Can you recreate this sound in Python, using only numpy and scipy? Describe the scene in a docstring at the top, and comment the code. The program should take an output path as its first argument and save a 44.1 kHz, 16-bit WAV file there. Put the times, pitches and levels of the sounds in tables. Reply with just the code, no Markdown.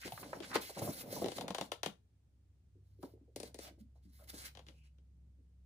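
"""A stiff paper booklet is opened and handled close to the microphone in a small, quiet room.
Low hum, rumble and a faint drone last throughout. From the start, sheets slide (dense hissing slips) and are
rubbed (short slip runs); then pages wobble (dispersed bucklings) and flap (ringing bands of modes), and page
edges flick off the thumb (falling bending-wave chirps), most thickly from 1.2 to 1.9 s.
After a lull, fainter handling returns near 2.8 s, as the drone stands out and then mostly climbs in pitch."""
import sys
import numpy as np
from scipy import signal
from scipy.fft import rfft, irfft, next_fast_len
from scipy.io import wavfile

SR = 44100
rng = np.random.default_rng(int(sys.argv[2]) if len(sys.argv) > 2 else 0)


def persist_wave(psi):
    """Save psi, clipped to +-1, as 16-bit WAV."""
    counts = np.round(np.clip(psi, -1, 1) * 32767).astype(np.int16)
    wavfile.write(sys.argv[1], SR, np.atleast_2d(counts).T)


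N = 249165
TIME = np.arange(N) / SR
SHORT = 8192  # length of a brief sound [samples]
SHORT_TIME = np.arange(SHORT) / SR
SHORT_HZ = np.maximum(np.fft.rfftfreq(SHORT, 1 / SR), 1)


def undb(db):
    """Amplitude ratio of a level in decibels: twenty decibels make a factor of ten."""
    return 10 ** (np.asarray(db) / 20)


def unit(x):
    """Normalise the root-mean-square amplitude to 1."""
    return x / np.sqrt(np.mean(x ** 2))


def gains(points, hz):
    """Read a spectrum as straight lines of level against log frequency, flat beyond its ends."""
    f, db = np.transpose(points)
    return undb(np.interp(np.log(np.maximum(hz, 1e-6)), np.log(f), db))


def hump(hz, centre_hz, octaves):
    """A Gaussian band on the log-frequency axis, whose standard deviation is given in octaves."""
    distance = np.log2(np.maximum(hz, 1) / centre_hz)
    return np.exp(-.5 * (distance / octaves) ** 2)


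def shape(x, response):
    """Linear filtering: multiply the spectrum by a function of frequency."""
    size = next_fast_len(x.shape[-1] + 2048)
    spectrum = rfft(x, size) * response(np.fft.rfftfreq(size, 1 / SR))
    return irfft(spectrum, size)[..., :x.shape[-1]]


def stereo_field(pair, apart_hz):
    """Interchannel coherence: left and right are alike in the bass, unrelated above apart_hz."""
    side = shape(pair[1], lambda f: np.clip(f / apart_hz, .17, 1))
    return np.array([pair[0] + side, pair[0] - side])


def walk(rate):
    """Random modulation: Gaussian values, rate per second, joined by lines; its spread is near 1."""
    steps = rng.standard_normal(4096)
    return np.interp(TIME * rate, np.arange(len(steps)), steps)


def curve(table):
    """Piecewise-linear control: the value columns of a table, read against its time column."""
    s, *columns = np.transpose(table)
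    return [np.interp(TIME, s, column) for column in columns]


def add(out, s, sound):
    """Superposition: mix a sound in at time s."""
    start = max(int(s * SR), 0)
    out[:, start:start + sound.shape[1]] += sound[:, :N - start]


def slips(rate, spread_db):
    """Stick-slip friction: tiny slips of fibre on fibre, at random times and of uneven size."""
    times = np.flatnonzero(rng.random(N) < rate / SR)
    size = undb(spread_db * np.minimum(rng.exponential(size=N)[times], 3.5))
    train = np.zeros(N)
    train[times] = size * rng.uniform(-1, 1, N)[times]
    return unit(train)


def stroke(s, length, swell_db, attack_s, release_s):
    """Envelope of one hand movement: it gets going, swells or eases while it lasts, then dies away."""
    t = TIME - s
    attack = np.sin(np.pi / 2 * np.clip(t / attack_s, 0, 1)) ** 2
    hold = undb(swell_db * (np.clip(t / length, 0, 1) - .5))
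    release = np.exp(-np.clip((t - length) / release_s, 0, 20))
    return attack * hold * release


def bending(hz, travel_s):
    """Dispersion: bending waves run as the root of frequency; 1 kHz takes travel_s, treble less."""
    return np.exp(-4j * np.pi * travel_s * np.sqrt(1000 * hz))


def background(hum_hz=66, rumble_db=-69, waver_db=1, swell_db=2, follow=0.13):
    """Steady low-frequency sources: a sine hum, a two-partial drone and spectrally shaped room noise."""
    # slow swell of the hum: (time [s], level before the waver [dB])
    hum_levels = [(0, -68), (2.2, -73), (3.1, -66), (4.0, -61.5), (5.65, -60.5)]
    # faint distant drone: (time [s], unsounded fundamental [Hz], level before the waver [dB])
    drone_path = [(0, 44, -78.5), (2.3, 48, -77.5), (2.85, 48, -63.5), (3.3, 54, -70), (3.9, 74, -81),
                  (4.6, 73, -72), (5.0, 77, -75.5), (5.65, 89, -80)]
    # relative spectrum of the rumble: (frequency [Hz], gain [dB])
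    rumble_spectrum = [(20, -27), (40, -9), (55, -7), (75, -1.5), (100, 5), (135, -6.5), (220, -13.5),
                       (400, -24.5), (1000, -39.5), (3000, -43), (10000, -47), (15000, -49.5)]
    hum_db = curve(hum_levels)[0]
    hum = unit(np.sin(2 * np.pi * hum_hz * TIME)) * undb(hum_db + waver_db * walk(5.3))

    drone_hz, drone_db = curve(drone_path)
    phase = 2 * np.pi * np.cumsum(drone_hz * (1 + 0.015 * walk(12))) / SR
    partials = np.sin(2 * phase) + .2 * np.sin(3 * phase)  # second and third harmonics only
    drone = unit(partials) * undb(drone_db + 2 * walk(33))

    noise = stereo_field(rng.standard_normal((2, N)), 900)
    rumble = unit(shape(noise, lambda f: gains(rumble_spectrum, f)))
    # only the bass of the rumble comes and goes, and it grows with the hum
    bass = shape(rumble, lambda f: hump(f, 110, 1.3))
    swell = undb(swell_db * walk(9.1) + follow * (hum_db - hum_db.max()))
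    return hum + drone + (rumble + bass * (swell - 1)) * undb(rumble_db)


def sliding(rate=7000, spread_db=2.0, flutter_db=2.02, patchy_db=2, lag_s=.000295,
            scatter=1.0, scatter_s=0.0074, attack_s=0.022, release_s=.013):
    """Friction noise: dense slips hiss from the right-hand pages, their colour shifting with the contact."""
    # strokes of sheet over sheet: (start [s], length [s], relative level at mid-stroke [dB],
    # swell from start to end [dB], gain of the topmost band [dB])
    slide_strokes = [(-0.018, 0.099, -58, 11.5, -1.5), (0.091, 0.13, -61.5, 3.5, 7.5),
                     (0.226, .18, -62.5, -3.5, -1.5), (0.409, 0.14, -58, -2, -5),
                     (0.528, 0.022, -43.5, 6.5, -4), (0.601, .11, -52, -7, 2),
                     (0.708, 0.086, -57.5, 15.5, -3.5), (0.807, 0.16, -53.5, -6, 5),
                     (0.919, 0.1, -54, -1, 4), (1.043, 0.097, -64.5, 12, 7), (1.096, 0.14, -53, -3, 3.5),
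                     (1.223, 0.15, -59.5, 9, -2), (1.4, 0.027, -56, -13, 2), (1.621, 0.042, -61, -5, -1),
                     (2.826, 0.2, -92, 2.5, 4), (2.996, .14, -82.5, -11.5, 7.5), (3.015, 0.041, -69, -7, 4),
                     (3.365, 0.082, -70.5, 5.5, -8.5), (3.441, 0.037, -61, 3, -3),
                     (3.577, 0.1, -59.5, -1, -3), (3.78, 0.032, -77, 0.5, 0), (3.943, 0.034, -85, -2.5, -3),
                     (4.014, 0.11, -83, -4, -1), (4.114, 0.13, -73.5, 10.5, 5), (4.268, 0.033, -57, 1, 1),
                     (4.324, 0.14, -54, 5.5, -2.5), (4.5, 0.16, -87, 1, -2),
                     (4.655, 0.18, -80.5, -19, -3.5), (4.827, 0.041, -77.5, -2.5, -8.5)]
    # relative spectrum of the hiss: (frequency [Hz], gain [dB])
    hiss_spectrum = [(300, -5), (1000, -2.5), (2000, -1), (2900, -5.5), (4200, 4.5), (5200, 0),
                     (7400, -4.5), (8500, -5.5), (9800, 0), (13000, -0.5), (14400, -2), (15500, -10.5)]
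    power, top_power = 0, 0
    for s, length, db, swell_db, top_db in slide_strokes:
        push = (undb(db) * stroke(s, length, swell_db, attack_s, release_s)) ** 2
        power = power + push
        top_power = top_power + push * undb(top_db) ** 2

    grains = slips(rate, spread_db)
    # the left channel hears them later, and the open pages scatter them differently to each channel
    late = shape(grains, lambda f: np.exp(-2j * np.pi * f * lag_s))
    direct = np.array([late, grains])
    pages = rng.standard_normal((2, SHORT)) * np.exp(-SHORT_TIME / scatter_s)
    scattered = unit(signal.fftconvolve(grains[None], pages, axes=1)[:, :N])
    hiss = unit(shape(direct + scatter * scattered, lambda f: gains(hiss_spectrum, f)))

    centres = np.geomspace(1200, 12000, 7)  # overlapping bands that sum to the whole hiss [Hz]
    out = 0
    for hz, share in zip(centres, np.eye(len(centres))):
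        band = shape(hiss, lambda f: np.interp(f, centres, share))
        band_power = top_power if hz == centres[-1] else power
        out = out + band * undb(patchy_db * walk(30)) * np.sqrt(band_power)
    return np.sqrt(2) * out * undb(flutter_db * walk(70))


def scuffs(rate=1800, spread_db=4):
    """Brief friction: a band-limited run of slips swells and dies as a half sine."""
    # quick rubs of finger or page edge:
    # (start [s], length [s], level before the envelope [dB], centre [Hz], width [octaves])
    rubs = [(.008, 0.078, -51.5, 1980, 0.49), (0.416, .046, -50.5, 2020, 0.92),
            (0.495, 0.097, -45.5, 1250, 0.63), (0.539, .033, -38.5, 1550, .6),
            (.545, 0.034, -42, 4120, 0.42), (3.025, .022, -55, 1056, 0.33),
            (3.615, 0.096, -59.5, 2000, 1.1), (3.62, 0.1, -62, 630, 0.25), (4.175, 0.075, -73, 1290, 0.22),
            (4.191, 0.056, -64, 600, 0.28), (4.41, 0.099, -57, 2200, 1.06), (4.728, 0.18, -76.5, 2660, .16)]
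    out = np.zeros((2, N))
    grains = stereo_field(np.array([slips(rate, spread_db), slips(rate, spread_db)]), 1500)
    for s, length, db, hz, octaves in rubs:
        start, size = int(s * SR), int(length * SR)
        rub = shape(grains[:, start:start + size], lambda f: hump(f, hz, octaves))
        add(out, s, unit(rub) * undb(db) * np.sin(np.linspace(0, np.pi, size)))
    return out


def wobbling(rate=1500, spread_db=2.0, travel_s=0.0037, attack_s=0.0067, release_s=0.021):
    """Dispersed buckling: small bucklings smear in the swinging sheet into a hollow flutter."""
    # swings of a lifted page: (start [s], length [s], level at mid-swing [dB], swell from start to end [dB])
    swing_strokes = [(0.047, 0.027, -48, -1), (0.189, 0.14, -56, -1.5), (0.345, 0.21, -57, -17),
                     (0.504, 0.13, -55.5, -1.5), (0.762, 0.13, -45.5, 1), (0.935, 0.085, -58.5, 1),
                     (1.026, 0.18, -50, 7), (1.224, 0.056, -43.5, -2), (1.355, 0.12, -48.5, 3),
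                     (1.568, 0.14, -64, -9), (3.047, 0.19, -75, -12), (3.381, 0.11, -61, -1.5),
                     (3.6, 0.078, -66, 4), (4.185, 0.31, -73, 8), (4.554, 0.071, -67, -9),
                     (4.679, 0.067, -68, -16)]
    # relative spectrum of the sheet: (frequency [Hz], gain [dB])
    sheet_spectrum = [(50, -38), (80, -17), (115, 2.5), (260, 3.5), (370, -1.5), (570, -0.5), (850, -10),
                      (1400, -27.5), (3000, -28.5), (8000, -60.5)]
    bucklings = np.array([slips(rate, spread_db), slips(rate, spread_db)])
    sheet = shape(bucklings, lambda f: gains(sheet_spectrum, f) * bending(f, travel_s))
    motion = 0
    for s, length, db, swell_db in swing_strokes:
        motion = motion + undb(db) * stroke(s, length, swell_db, attack_s, release_s)
    return unit(stereo_field(sheet, 1500)) * motion


def flaps(rise_cycles=0.74, base_t60_s=.08, pitch_power=0.71, doubling_db=26.5):
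    """Modal ringing: a sheet gives way and its crowded modes ring; tighter bends ring higher and quicker."""
    # a bent sheet giving way: (time [s], level before the fade [dB], centre [Hz], width [octaves])
    collapses = [(.052, -43, 346, 0.48), (.121, -37.5, 770, 0.18), (.122, -47, 124, 0.32),
                 (.176, -41.5, 990, 0.74), (.229, -42.5, 640, 1.16), (.33, -31.5, 756.7, 0.74),
                 (.402, -38, 368, 0.099), (.555, -25.5, 640, 0.94), (.56, -33.5, 258.7, 0.43),
                 (.695, -43, 476, 0.7), (0.77, -38.5, 540, 0.63), (.818, -32, 497, 0.64),
                 (.82, -32.5, 153, 0.41), (.874, -34.5, 503, 0.68), (.884, -30, 227, 1),
                 (1.127, -37, 455, 0.52), (1.164, -36.5, 680, 0.34), (1.218, -26.5, 420, 0.59),
                 (1.243, -28, 350, 0.37), (1.371, -43.5, 567, .45), (1.503, -36.5, 200, .65),
                 (1.608, -39.5, 190.3, 0.66), (1.861, -37.5, 330, 1), (1.865, -43, 175, 0.18),
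                 (2.755, -63, 349, 0.24), (2.988, -56.5, 340, 0.33), (3.031, -39.5, 300.6, 0.64),
                 (3.056, -55.5, 450, .6), (3.137, -52.5, 352, 0.38), (3.212, -59, 295, 0.31),
                 (3.278, -62.5, 404, 0.39), (3.708, -57, 280, 0.54), (3.776, -60.5, 380, 0.54),
                 (3.803, -48.5, 229, 0.19), (3.955, -69.5, 554, 0.56), (4.053, -56, 227, 0.24),
                 (4.333, -47, 257, 0.83), (5.384, -70, 294, .43)]
    out = np.zeros((2, N))
    for s, db, hz, octaves in collapses:
        # base_t60_s holds at 400 Hz and -42 dB; lower ones ring longer, and a gentle sag outlasts a hard snap
        t60 = base_t60_s * (400 / hz) ** pitch_power * 2 ** ((-42 - db) / doubling_db)
        noise = stereo_field(rng.standard_normal((2, SHORT)), 1900)
        modes = shape(noise, lambda f: hump(f, hz, octaves))
        rise = 1 - np.exp(-SHORT_TIME * hz / rise_cycles)
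        fade = rise * np.exp(-np.log(1000) * SHORT_TIME / t60)
        add(out, s, unit(modes * fade) * np.sqrt(np.mean(fade ** 2)) * undb(db))
    return out


def flicks(tick_db=-23, body_db=-14, top_db=-19, body_octaves=0.6, travel_s=.0031, edge_echo=0.51,
           lead=0.18, far_spot=1.2, fizz_db=-3, fizz_s=.012):
    """Dispersion: each flick is a falling chirp, returned by the sheet's edges, with a scraping fizz."""
    # page edges flicking free: (time [s], tick level before tick_db [dB], body level before body_db [dB],
    # pan of the tick, left minus right, halved for the body [dB])
    releases = [(.078, -44, -54, 10), (.1211, -41, -54.5, 2), (0.403, -47.5, -56, 15),
                (.5555, -38.5, -28.5, 10.5), (1.243, -42.5, -42.5, 18), (1.259, -39, -37, -7),
                (1.2837, -40, -40.5, 12), (1.3183, -39.5, -45, 5.5), (1.3826, -36.5, -41, 7),
                (1.4099, -36.5, -43.5, 6), (1.4807, -36, -43.5, 5), (1.5053, -39, -40, 9.5),
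                (1.5469, -31, -39.5, 2.5), (1.583, -34, -38.5, 6), (1.6112, -32, -37.5, 5.5),
                (1.718, -30.5, -38.5, 6.5), (1.832, -27.5, -40, 6.5), (1.8602, -29.5, -40.5, 5),
                (3.029, -56, -49.5, 6.5), (3.3608, -40, -42, 3.5), (3.4007, -42, -45.5, 9.5),
                (3.4312, -42.5, -43, 4), (3.5443, -46.5, -49.5, 5.5), (3.5888, -46.5, -46.5, 9.5),
                (4.5509, -52.5, -64.5, 15), (4.572, -47, -58, 6), (4.5918, -49, -56.5, 4.5),
                (4.6663, -53.5, -69, 5), (4.6852, -46.5, -61, 5), (4.9844, -70.5, -72.5, 8.5)]
    # where the thumb holds the pages colours a run of flicks: (from [s], body centre [Hz],
    # tick centre [Hz], top relative to the tick, before top_db and without tick_db [dB])
    grips = [(0, 606, 3270, -12), (.5, 497.4, 4200, 1.5), (1.2, 460, 3580, -11.5), (1.36, 620, 3580, -12.5),
             (1.7, 560, 3250, -13), (2.9, 390, 4270, -3.5), (4.5, 570, 3300, -21), (4.65, 307, 3310, -30.5)]
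    # relative spectrum of the tick: (multiple of its centre frequency [ratio], gain [dB])
    tick_spectrum = [(.15, -28.5), (.42, 2), (.7, -1), (1, 7), (1.45, -2.5), (2, -6), (2.6, -20)]
    # relative spectrum of the top: (frequency [Hz], gain [dB])
    top_spectrum = [(4000, -31), (7200, -6.5), (8600, -6.5), (10000, 0), (14300, -7.5), (15500, -9.5)]

    def band(spectrum, db):
        """Parseval's level: a spectrum becomes a sound of the given rms level."""
        return unit(irfft(spectrum)) * undb(db)

    out = np.zeros((2, N))
    direct = bending(SHORT_HZ, travel_s)
    for s, tick, body, pan_db in releases:
        _, body_hz, tick_hz, top = [grip for grip in grips if grip[0] <= s][-1]
        # four edge reflections, each by a path some multiple of the direct one
        detours, signs = rng.uniform(1.4, 4.5, (4, 1)), rng.choice([-1, 1], (4, 1))
        returns = signs * bending(SHORT_HZ, travel_s * detours) / np.sqrt(detours)
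        chirp = direct + edge_echo * np.sum(returns, axis=0)
        # the channels hear the short waves from different spots of the sheet, the long waves alike
        spots = np.array([chirp, chirp * bending(SHORT_HZ, travel_s * (far_spot - 1))])
        fizz = rng.standard_normal((2, SHORT)) * np.exp(-SHORT_TIME / fizz_s)
        crack = rfft(unit(irfft(spots)) + undb(fizz_db) * unit(fizz))

        lean = undb(np.array([[pan_db], [-pan_db]]) / 2)
        sound = lean * band(crack * gains(tick_spectrum, SHORT_HZ / tick_hz), tick + tick_db)
        sound += np.sqrt(lean) * band(chirp * hump(SHORT_HZ, body_hz, body_octaves), body + body_db)
        sound += band(crack * gains(top_spectrum, SHORT_HZ), tick + top + top_db)
        add(out, s - lead * travel_s, sound[:, :SHORT // 2])
    return out


def room(x, bounce_s=0.0038, bounce=0.1, gap_s=0.0092, treble_db=-1, bass_db=-9, bass_hz=170,
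         t60_s=0.19, bass_t60_s=0.68, tail_db=-10.5):
    """Reflection and reverberation: one close table echo, then a dense wall tail with lingering bass."""
    t = np.arange(SR // 2) / SR
    near = shape(x, lambda f: 1 + bounce * np.exp(-2j * np.pi * f * bounce_s))

    def decay(t60):
        """Exponential decay: noise starts after the gap and falls 60 dB in t60 seconds."""
        noise = stereo_field(rng.standard_normal((2, len(t))), 670)
        return unit(noise * (t > gap_s) * np.exp(-np.log(1000) * t / t60)) / np.sqrt(len(t))

    # (frequency [Hz], gain [dB])
    tail_spectrum = [(100, 1), (400, 0.35), (3000, 0.15), (10000, treble_db)]
    tail = shape(decay(t60_s), lambda f: gains(tail_spectrum, f))
    tail += undb(bass_db) * shape(decay(bass_t60_s), lambda f: hump(f, bass_hz, 1.0))
    return near + undb(tail_db) * signal.fftconvolve(x, tail, axes=1)[:, :N]


def scene():
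    """Superposition: all the paper sounds pass through the room and join the background."""
    paper = sliding() + scuffs() + wobbling() + flaps() + flicks()
    return room(paper) + background()


def record(dry, notch_hz=12050, notch_octaves=0.1, notch_depth=0.94, top_hz=15300):
    """Band limiting: the microphone has a narrow dip in the treble, and a steep low-pass cuts the top."""
    coloured = shape(dry, lambda f: 1 - notch_depth * hump(f, notch_hz, notch_octaves))
    low_pass = signal.ellip(8, .2, 70, top_hz, fs=SR, output="sos")
    return signal.sosfilt(low_pass, coloured)


dry = scene()
out = record(dry)
persist_wave(out)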